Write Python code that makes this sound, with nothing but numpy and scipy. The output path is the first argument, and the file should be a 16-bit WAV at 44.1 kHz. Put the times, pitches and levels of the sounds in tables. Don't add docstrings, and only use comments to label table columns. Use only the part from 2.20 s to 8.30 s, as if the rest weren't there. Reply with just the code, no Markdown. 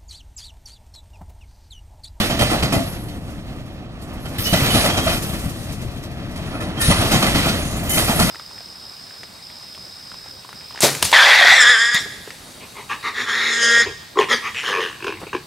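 import sys
import numpy as np
from scipy import signal
from scipy.io import wavfile

SR = 44100
rng = np.random.default_rng(int(sys.argv[2]) if len(sys.argv) > 2 else 0)


def ratio(d):
    e = np.asarray(d, float) / 20
    return 10 ** e


def wav_out(sig):
    wavfile.write(sys.argv[1], SR, np.round(np.clip(np.atleast_2d(sig).T, -1, 1) * 32767).astype(np.int16))


N = 269010

LEFT_RIGHT = np.array([[1], [-1]])

# (frequency [Hz], density [dB per Hz])
STEEL_COLOUR = [(20, -8), (98, -1.5), (186, 0), (290, 1.5), (400, -13), (680, -6.5), (1000, -10.5),
                (1300, -14), (1600, -14), (2930, -13.5), (7000, -17.5), (10000, -9), (13000, -12.5),
                (15600, -36)]
# (time [s], clang [dB], thud [dB], rattle [dB], fizz [dB], ring time [s], rise time [s])
AXLE_BLOWS = [(0.003, -21, -8, -15, -36, 0.13, 0.006), (0.097, -12, -23, -19, -22.5, 0.34, 0.0044),
              (0.19, -13.5, -11, -11, -15, 0.26, 0.0064), (0.218, -12.5, -14, -18, -16.5, 0.24, 0.0046),
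              (0.299, -15, -15, -22, -19, 0.32, 0.0055), (0.332, -9, -18, -36, -24, 0.2, 0.0039),
              (0.423, -13, -10.5, -14.5, -18.5, 0.25, 0.0032),
              (0.523, -12.5, -13.5, -16, -15, 0.26, 0.0071), (0.553, -15.5, -12.5, -37, -35, 0.22, 0.0033),
              (0.718, -45, -34, -35, -30, 0.16, 0.006), (0.879, -42, -34, -33.5, -38, 0.22, 0.006),
              (1.243, -35, -32, -50, -60, 0.23, 0.006), (1.813, -38, -28, -41, -34.5, 0.36, 0.006),
              (1.929, -54, -45, -51, -32, 0.16, 0.006), (2.049, -32, -22.5, -31.5, -38, 0.27, 0.0048),
              (2.183, -30.5, -15.5, -20, -27, 0.24, 0.0032), (2.257, -27, -19.5, -15, -21, 0.18, 0.006),
              (2.329, -12, -12.5, -11.5, -15, 0.25, 0.0033), (2.431, -14.5, -13, -18, -29, 0.29, 0.0066),
              (2.541, -11, -6, -12, -13, 0.23, 0.0077), (2.564, -9.5, -24, -30, -26, 0.27, 0.0053),
              (2.641, -10.5, -12.5, -15, -15, 0.27, 0.0047), (2.687, -15, -24, -15.5, -33, 0.23, 0.0053),
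              (2.767, -13, -14, -13.5, -18, 0.24, 0.006), (2.868, -11.5, -35, -16, -30, 0.28, 0.006),
              (2.898, -20.5, -38, -18, -33, 0.45, 0.0068), (3.059, -29, -32, -49, -22, 0.14, 0.0047),
              (3.238, -31, -12, -34, -29, 0.31, 0.0045), (3.648, -35, -16, -46, -54, 0.16, 0.0041),
              (3.827, -56, -50, -33, -33, 0.21, 0.0055), (4.158, -35, -39, -31, -31, 0.18, 0.005),
              (4.34, -25, -25, -37, -47, 0.27, 0.007), (4.4, -24, -17, -27, -30.5, 0.3, 0.0068),
              (4.569, -21, -32, -27, -44, 0.2, 0.006), (4.591, -35, -28, -34, -19, 0.15, 0.0076),
              (4.61, -26, -34, -15, -10.5, 0.24, 0.0047), (4.684, -15, -3, -15, -25, 0.15, 0.0074),
              (4.702, -7, -31, -12, -21, 0.21, 0.0039), (4.809, -13, -29, -20, -24, 0.2, 0.0073),
              (4.91, -13, -8.5, -9.5, -10, 0.21, 0.0047), (4.941, -11.5, -8, -11, -20, 0.21, 0.0055),
              (5.022, -10, -13, -10, -15.5, 0.23, 0.0052), (5.057, -11.5, -22, -15, -16, 0.23, 0.008),
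              (5.146, -15.5, -12, -13, -17.5, 0.33, 0.0068), (5.255, -11.5, -18, -20, -17.5, 0.32, 0.0064),
              (5.284, -29, -19, -13, -19, 0.19, 0.0054), (5.563, -36, -24, -34, -22, 0.2, 0.006),
              (5.631, -23, -29, -37, -28, 0.32, 0.0089), (5.693, -28, -33, -22, -31, 0.23, 0.0066),
              (5.729, -22, -23, -22, -10, 0.38, 0.006), (5.773, -11, -20, -10, -10, 0.28, 0.006),
              (5.882, -8.5, -18.5, -15, -24, 0.22, 0.005), (5.992, -8.5, -10.5, -12, -8, 0.2, 0.0049),
              (6.018, -19, -11.5, -16, -14, 0.27, 0.0081), (6.089, -10, -36, -15, -20, 0.25, 0.006)]


def rms_one(x):
    return x / np.sqrt(np.mean(x ** 2) + 1e-20)


def at_hz(points, hz):
    table = np.array(points)
    return np.interp(np.log(hz), np.log(table[:, 0]), table[:, 1])


def across(centres, columns, hz):
    order = np.argsort(centres)
    place = np.interp(np.log(hz), np.log(np.array(centres)[order]), np.arange(len(centres)))
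    low = min(int(place), len(centres) - 2)
    return (low + 1 - place) * columns[order[low]] + (place - low) * columns[order[low + 1]]


def drift(rate):
    r = np.exp(-80 * np.pi * rate / SR)
    noise = rng.standard_normal(N // 40 + 2002)
    slow = signal.lfilter([1], [1, -2 * r, r * r], noise)[2000:]
    return np.interp(np.arange(N) / 40, np.arange(len(slow)), rms_one(slow))


def resonance(x, hz, width_hz):
    r = np.exp(-np.pi * width_hz / SR)
    poles = [1, -2 * r * np.cos(2 * np.pi * hz / SR), r * r]
    return signal.lfilter([(1 - r * r) / 2, 0, (r * r - 1) / 2], poles, x)


def steel_noise(level_at, grain):
    # (frequency [Hz], correlation [0-1])
    likeness = [(30, .85), (100, .92), (300, .94), (1000, .84), (2500, .8), (5000, .64), (14000, .48)]
    # (frequency [Hz], left over right [dB])
    ports = [(60, 2), (150, 4.5), (380, 1.5), (950, 1), (2380, -0.5), (5980, -0.5), (15000, 5.5)]
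    out, edges = 0, np.geomspace(20, 16500, 27)
    white = rng.standard_normal((2, 2, N)) * grain
    for k, (low, high) in enumerate(zip(edges, edges[1:])):
        band = signal.butter(2, [low, high], "band", fs=SR, output="sos")
        mid, side = signal.sosfilt(band, white[k % 2])
        hz = np.sqrt(low * high)
        alike = np.clip(at_hz(likeness, hz), 0, 1)
        lean = ratio(at_hz(ports, hz) / 2 * LEFT_RIGHT)
        gain = ratio(at_hz(STEEL_COLOUR, hz)) * level_at(hz)
        out = out + gain * lean * (np.sqrt(1 + alike) * mid + np.sqrt(1 - alike) * side * LEFT_RIGHT)
    return out


def colour_db(centres):
    return [at_hz(STEEL_COLOUR, hz) + 10 * np.log10(hz * 1.92 / SR) for hz in centres]


def rolling(shared_db, own_db):
    # (time [s], rumble [dB], drone [dB], rail hiss [dB], flange hiss [dB])
    roll = [(0.0, -32, -23, -26, -28), (0.13, -29.5, -43, -35.5, -42), (0.32, -32, -33, -28, -34.5),
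            (0.44, -29.5, -34.5, -36, -41), (0.63, -34, -38, -37.5, -40.5), (0.88, -35, -44, -53, -51),
            (1.24, -37, -47, -52.5, -55.5), (1.65, -39.5, -46.5, -55.5, -65.5),
            (1.85, -40, -46.5, -55.5, -61), (1.97, -34.5, -43.5, -50.5, -59),
            (2.12, -39.5, -41, -49.5, -51), (2.24, -36, -39.5, -34, -42), (2.36, -29, -38, -28.5, -33),
            (2.41, -35.5, -30, -27, -32), (2.5, -30, -29.5, -24.5, -31), (2.56, -29.5, -32.5, -24, -31),
            (2.8, -33, -29, -33, -32), (2.89, -26.5, -34, -28.5, -28), (3.01, -31, -34.5, -37.5, -32.5),
            (3.26, -34.5, -42.5, -43, -41.5), (3.69, -33.5, -43.5, -46, -50),
            (3.91, -37, -43, -48.5, -56.5), (4.15, -34.5, -42.5, -47.5, -54.5),
            (4.28, -35, -37.5, -41.5, -48.5), (4.55, -35, -38.5, -46.5, -55),
            (4.66, -26.5, -35.5, -25, -29), (4.77, -27, -30.5, -26, -33), (4.84, -26, -28.5, -29.5, -32),
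            (4.94, -33.5, -28, -26.5, -29.5), (5.13, -27.5, -29, -28.5, -31.5),
            (5.25, -31, -34.5, -29.5, -35.5), (5.39, -28, -32, -32.5, -35),
            (5.54, -31.5, -37.5, -40.5, -43), (5.74, -30.5, -35, -36, -34), (5.88, -31, -34, -30, -28),
            (5.96, -29, -29.5, -30, -27.5), (6.1, -37, -33, -30, -27.5)]
    centres = [110, 800, 4000, 11000]
    # (frequency [Hz], level [dB])
    tint = [(30, 0.5), (200, -1), (400, 2.5), (700, -1.5), (1500, 2), (13000, 1.5), (15500, -3)]
    s, *columns = np.transpose(roll)
    levels = [np.interp(np.arange(N) / SR, s, c) - ref for c, ref in zip(columns, colour_db(centres))]
    shudder = shared_db * drift(11.0)

    def level_at(hz):
        depth = min(hz / 1500, 1) ** 0.26
        wander = (shudder + own_db * drift(12.4)) * depth
        return ratio(across(centres, levels, hz) + at_hz(tint, hz) + wander)
    return steel_noise(level_at, grain=0.97)


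def squeals(bite_s, flicker_db):
    # (start [s], end [s], frequency [Hz], width [Hz], level [dB], left over right [dB])
    flange_squeals = [(0.0, .2, 12200, 60, -43, 0), (.01, .09, 2955, 36, -32, -8),
                      (0.0, .08, 3500, 80, -39, -11), (.55, .98, 11250, 800, -41, 4),
                      (.19, .27, 562, 58, -24, 0), (.31, .41, 745, 50, -23, 3),
                      (.53, .72, 672, 71, -28.5, 2), (.53, .66, 270, 50, -22.5, -0.5),
                      (2.34, 2.44, 1995, 95, -29.5, -3), (2.34, 2.44, 4000, 60, -39, 0),
                      (5.7, 5.84, 6000, 60, -35, 0), (5.96, 6.2, 200, 71, -25.5, -2),
                      (1.296, 1.55, 12000, 38, -66, -2), (1.998, 2.17, 11400, 1000, -49, 4),
                      (2.18, 2.45, 9250, 67, -42, 9), (2.18, 2.7, 12700, 7200, -31, 3),
                      (2.255, 2.4, 2960, 20, -29.5, -15), (2.23, 2.3, 5500, 1100, -28.5, 4),
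                      (2.3, 2.44, 6060, 54, -36, 4), (2.24, 2.35, 13200, 100, -44, 0),
                      (2.42, 2.6, 13400, 100, -37, 0), (2.5, 2.64, 3010, 50, -29, -6),
                      (2.7, 2.92, 3250, 69, -31, 0), (2.5, 2.72, 11080, 85, -31, 6),
                      (2.521, 2.7, 10230, 68, -28.5, 0), (2.55, 2.72, 9160, 40, -33, 0),
                      (4.26, 4.62, 10200, 1200, -50, 0), (4.335, 4.38, 1303, 55, -33.5, 2),
                      (4.4, 4.44, 1310, 35, -33, 0), (4.4, 4.44, 1770, 60, -36, 0),
                      (4.575, 4.62, 3190, 35, -36.5, -10), (4.6, 4.66, 1400, 51, -28, 3),
                      (4.6, 4.7, 1803, 80, -27, 0), (4.62, 4.7, 3820, 40, -29, 0),
                      (4.6, 4.9, 9600, 1500, -28, 10), (4.61, 4.78, 8300, 250, -40, 13),
                      (4.61, 4.76, 9600, 100, -38, -2), (4.61, 4.76, 9905, 160, -27, 3),
                      (5.38, 5.62, 9900, 1000, -37.5, -3), (5.42, 5.7, 6640, 1200, -39, 6),
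                      (5.63, 5.7, 14200, 1700, -41, -9), (5.69, 5.84, 3045, 34, -32.5, 0),
                      (5.69, 5.84, 2060, 66, -32, -3), (5.69, 6.0, 10200, 11000, -28.5, -9),
                      (5.69, 5.84, 8980, 60, -35, 10), (5.696, 5.87, 10370, 120, -26.5, 4),
                      (5.69, 5.76, 12190, 50, -34, -3), (5.684, 5.897, 6900, 200, -37, 5),
                      (5.952, 6.2, 11230, 80, -30, 0), (5.756, 6.2, 10700, 60, -42, -10)]
    out, flicker = np.zeros((2, N)), ratio(flicker_db * drift(43.0))
    for k, (start, end, hz, width_hz, db, pan_db) in enumerate(flange_squeals):
        first, last = max(int(start * SR), 0), int(end * SR)
        run_in = rng.standard_normal((2, SR // 2 + 6000))[:, :last - first + 3000]
        rung = resonance(resonance(run_in, hz, width_hz), hz, width_hz)
        mid, side = rung[:, 3000:]
        t = np.arange(last - first) / SR
        fade = np.clip((t[-1] - t) / (0.64 * t[-1]), 0, 1)
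        shimmer = np.roll(flicker, 5000 * k)[:len(t)] ** min(width_hz / 300, 1)
        grip = np.minimum(t / bite_s, 1) * fade * shimmer
        mid = mid / (np.abs(signal.hilbert(mid)) + 1e-9) ** np.exp(-width_hz / 150)
        side = side * np.std(mid) / np.std(side)
        tone = grip * rms_one(mid + 0.87 * side * LEFT_RIGHT) * ratio(db + pan_db / 2 * LEFT_RIGHT)
        out[:, first:last] += tone[:, :N - first]
    return out


def drops(level_db):
    # (time [s], peak [dB], frequency [Hz], t60 [s])
    wheel_drops = [(0.002, -3.5, 206, 0.05), (0.102, -12, 145, 0.05), (0.218, -3, 102, 0.054),
                   (0.323, -4, 293, 0.05), (2.327, -1, 186, 0.058), (2.421, -4.5, 128, 0.092),
                   (2.867, -6.5, 651, 0.091), (4.684, -6, 129, 0.06), (4.703, -3, 186, 0.059),
                   (4.798, -6, 108, 0.041), (4.938, -6, 188, 0.07), (5.148, -3, 161, 0.035),
                   (5.772, -6.5, 199, 0.068), (5.895, -5, 218, 0.083), (6.014, -9, 197, 0.057)]
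    out, t = np.zeros(N + SR // 4), np.arange(SR // 4) / SR
    for start, db, hz, t60 in wheel_drops:
        first = int(start * SR)
        decay = ratio(db + level_db - 60 * t / max(t60, .01))
        out[first:first + len(t)] -= decay * np.sin(2 * np.pi * hz * t)
    return out[:N]


def clatter(treble_fade, grain_db, level_db, low_cut_hz, top_hz):
    centres = [800, 130, 4000, 11000]
    s, *columns, ring_s, rise_s = np.transpose(AXLE_BLOWS)
    levels = [c - ref + level_db for c, ref in zip(columns, colour_db(centres))]
    step = 16
    t = np.arange(SR // 2 // step) * step / SR
    starts = (s * SR / step).astype(int)

    def level_at(hz):
        power = np.zeros(N // step + len(t) + 1)
        stretch = (hz / 1000) ** -treble_fade
        edge_loss = (1 + (low_cut_hz / hz) ** 2) * (1 + (hz / top_hz) ** 4)
        band_db = across(centres, levels, hz) - 10 * np.log10(edge_loss)
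        for start, db, ring, rise in zip(starts, band_db, ring_s, rise_s):
            swell = 1 - np.exp(-t / (max(rise, .001) * stretch))
            decay = ratio(db - 60 * t / (max(ring, .03) * stretch))
            power[start:start + len(t)] += (swell * decay) ** 2
        return np.interp(np.arange(N) / step, np.arange(len(power)), np.sqrt(power))
    return steel_noise(level_at, grain=rms_one(ratio(grain_db * drift(225.0))))


def thuds(low_db, high_db, contact_hz):
    # (frequency [Hz], level [dB], t60 [s])
    body = [(77.6, 1, 0.043), (105, -27.5, 0.15), (152.5, -7.5, 0.3), (200, -6, 0.035), (288, -14, .12),
            (597, -19, 0.027), (678, -2, 0.11), (790, -3, .06), (1311, 3.5, 0.054), (2050, -12, 0.03),
            (2380, 4, .05)]
    rows, out = np.array(AXLE_BLOWS), np.zeros(N)
    hits = (rows[:, 0] * SR).astype(int)
    chance = rng.standard_normal((len(rows), len(body)))
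    for k, (hz, db, t60) in enumerate(body):
        clicks = np.full(N, 1e-18)
        strength = rows[:, 2] + low_db if hz < 350 else rows[:, 1] + high_db
        clicks[hits] = -ratio(strength + db + 2.5 * chance[:, k])
        r, w = ratio(-60 / (t60 * SR)), 2 * np.pi * hz / SR
        out += signal.lfilter([0, np.sin(w)], [1, -2 * r * np.cos(w), r * r], clicks)
    soft = np.exp(-2 * np.pi * contact_hz / SR)
    return signal.lfilter([1 - soft], [1, -soft], out)


def wheel_ring(x, width_hz, level_db):
    modes_hz = np.linspace(1500, 14800, 30) + rng.uniform(-200, 200, 30)
    ring = sum(resonance(x, hz, width_hz) * ratio(3.5 * drift(4.0)) for hz in modes_hz)
    return x + ratio(level_db) * ring


def ground(x, delay_s, gain, cut_hz):
    bounce = signal.lfilter(*signal.butter(1, cut_hz, fs=SR), x)
    late = [np.interp(np.arange(N) - delay_s * SR, np.arange(N), c) for c in bounce]
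    return (x + gain * np.array(late)) / np.sqrt(1 + gain ** 2 / 2)


def far_rattles(level_db, rise_s, ring_s, low_hz, high_hz):
    # (time [s], peak [dB])
    puffs = [(0.6294, -33), (0.9394, -42), (1.0994, -38), (1.4551, -42), (1.5194, -45), (1.8716, -42),
             (2.0794, -31), (2.9694, -23), (3.0194, -18), (3.1194, -31), (3.1894, -25), (3.2894, -25),
             (3.3894, -31), (3.4266, -29), (3.5194, -25.5), (3.6127, -30), (3.7094, -37), (3.7694, -36),
             (3.9094, -38), (4.1094, -36), (5.4494, -24), (5.5064, -26)]
    power, t = np.zeros(N + SR // 4), np.arange(SR // 4) / SR
    for start, db in puffs:
        first = int(start * SR)
        puff = (1 - np.exp(-t / rise_s)) * ratio(db + level_db - 60 * t / ring_s)
        power[first:first + len(t)] += puff ** 2
    band = signal.butter(1, [low_hz, high_hz], "band", fs=SR, output="sos")
    mid, side = signal.sosfilt(band, rng.standard_normal((2, N)))
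    return np.sqrt(power[:N]) * rms_one(mid + 1.3 * side * LEFT_RIGHT)


def scene():
    # (time [s], left over right [dB])
    balance = [(0.0, -2), (0.95, -1), (2.05, -2), (2.14, -1), (3.41, 0.5), (3.65, 1.5), (3.89, 0.5),
               (4.03, 1), (4.45, -0.5), (5.86, -0.5), (6.1, 0.5)]
    steel = clatter(treble_fade=.07, grain_db=2.5, level_db=-8, low_cut_hz=77, top_hz=14000)
    steel = wheel_ring(steel, width_hz=34, level_db=4)
    steel = steel + rolling(shared_db=1.38, own_db=1.0)
    steel = steel + thuds(low_db=-14.5, high_db=-13, contact_hz=1500) + drops(level_db=-5)
    mix = ground(steel, delay_s=0.001493, gain=0.33, cut_hz=1140)
    mix = mix + squeals(bite_s=0.0053, flicker_db=2.5)
    mix = mix + far_rattles(level_db=-6.5, rise_s=0.0044, ring_s=0.18, low_hz=3500, high_hz=12000)
    left, right = mix
    lag = 6
    left = np.concatenate([left[:lag], left[:-lag]])
    lean = ratio((np.interp(np.arange(N) / SR, *np.transpose(balance)) - 1.0) / 2)
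    return np.array([left * lean, right / lean])


def band_limit(x):
    return signal.sosfilt(signal.butter(12, 15760, fs=SR, output="sos"), x)


def record(dry):
    notched = dry - resonance(dry, hz=7850, width_hz=200)
    rounded = 1.283 * np.tanh(notched / 1.313)
    top_cut = signal.cheby2(10, 60, 16700, fs=SR, output="sos")
    return band_limit(signal.sosfilt(top_cut, rounded))


dry = scene()
out = record(dry)
wav_out(out)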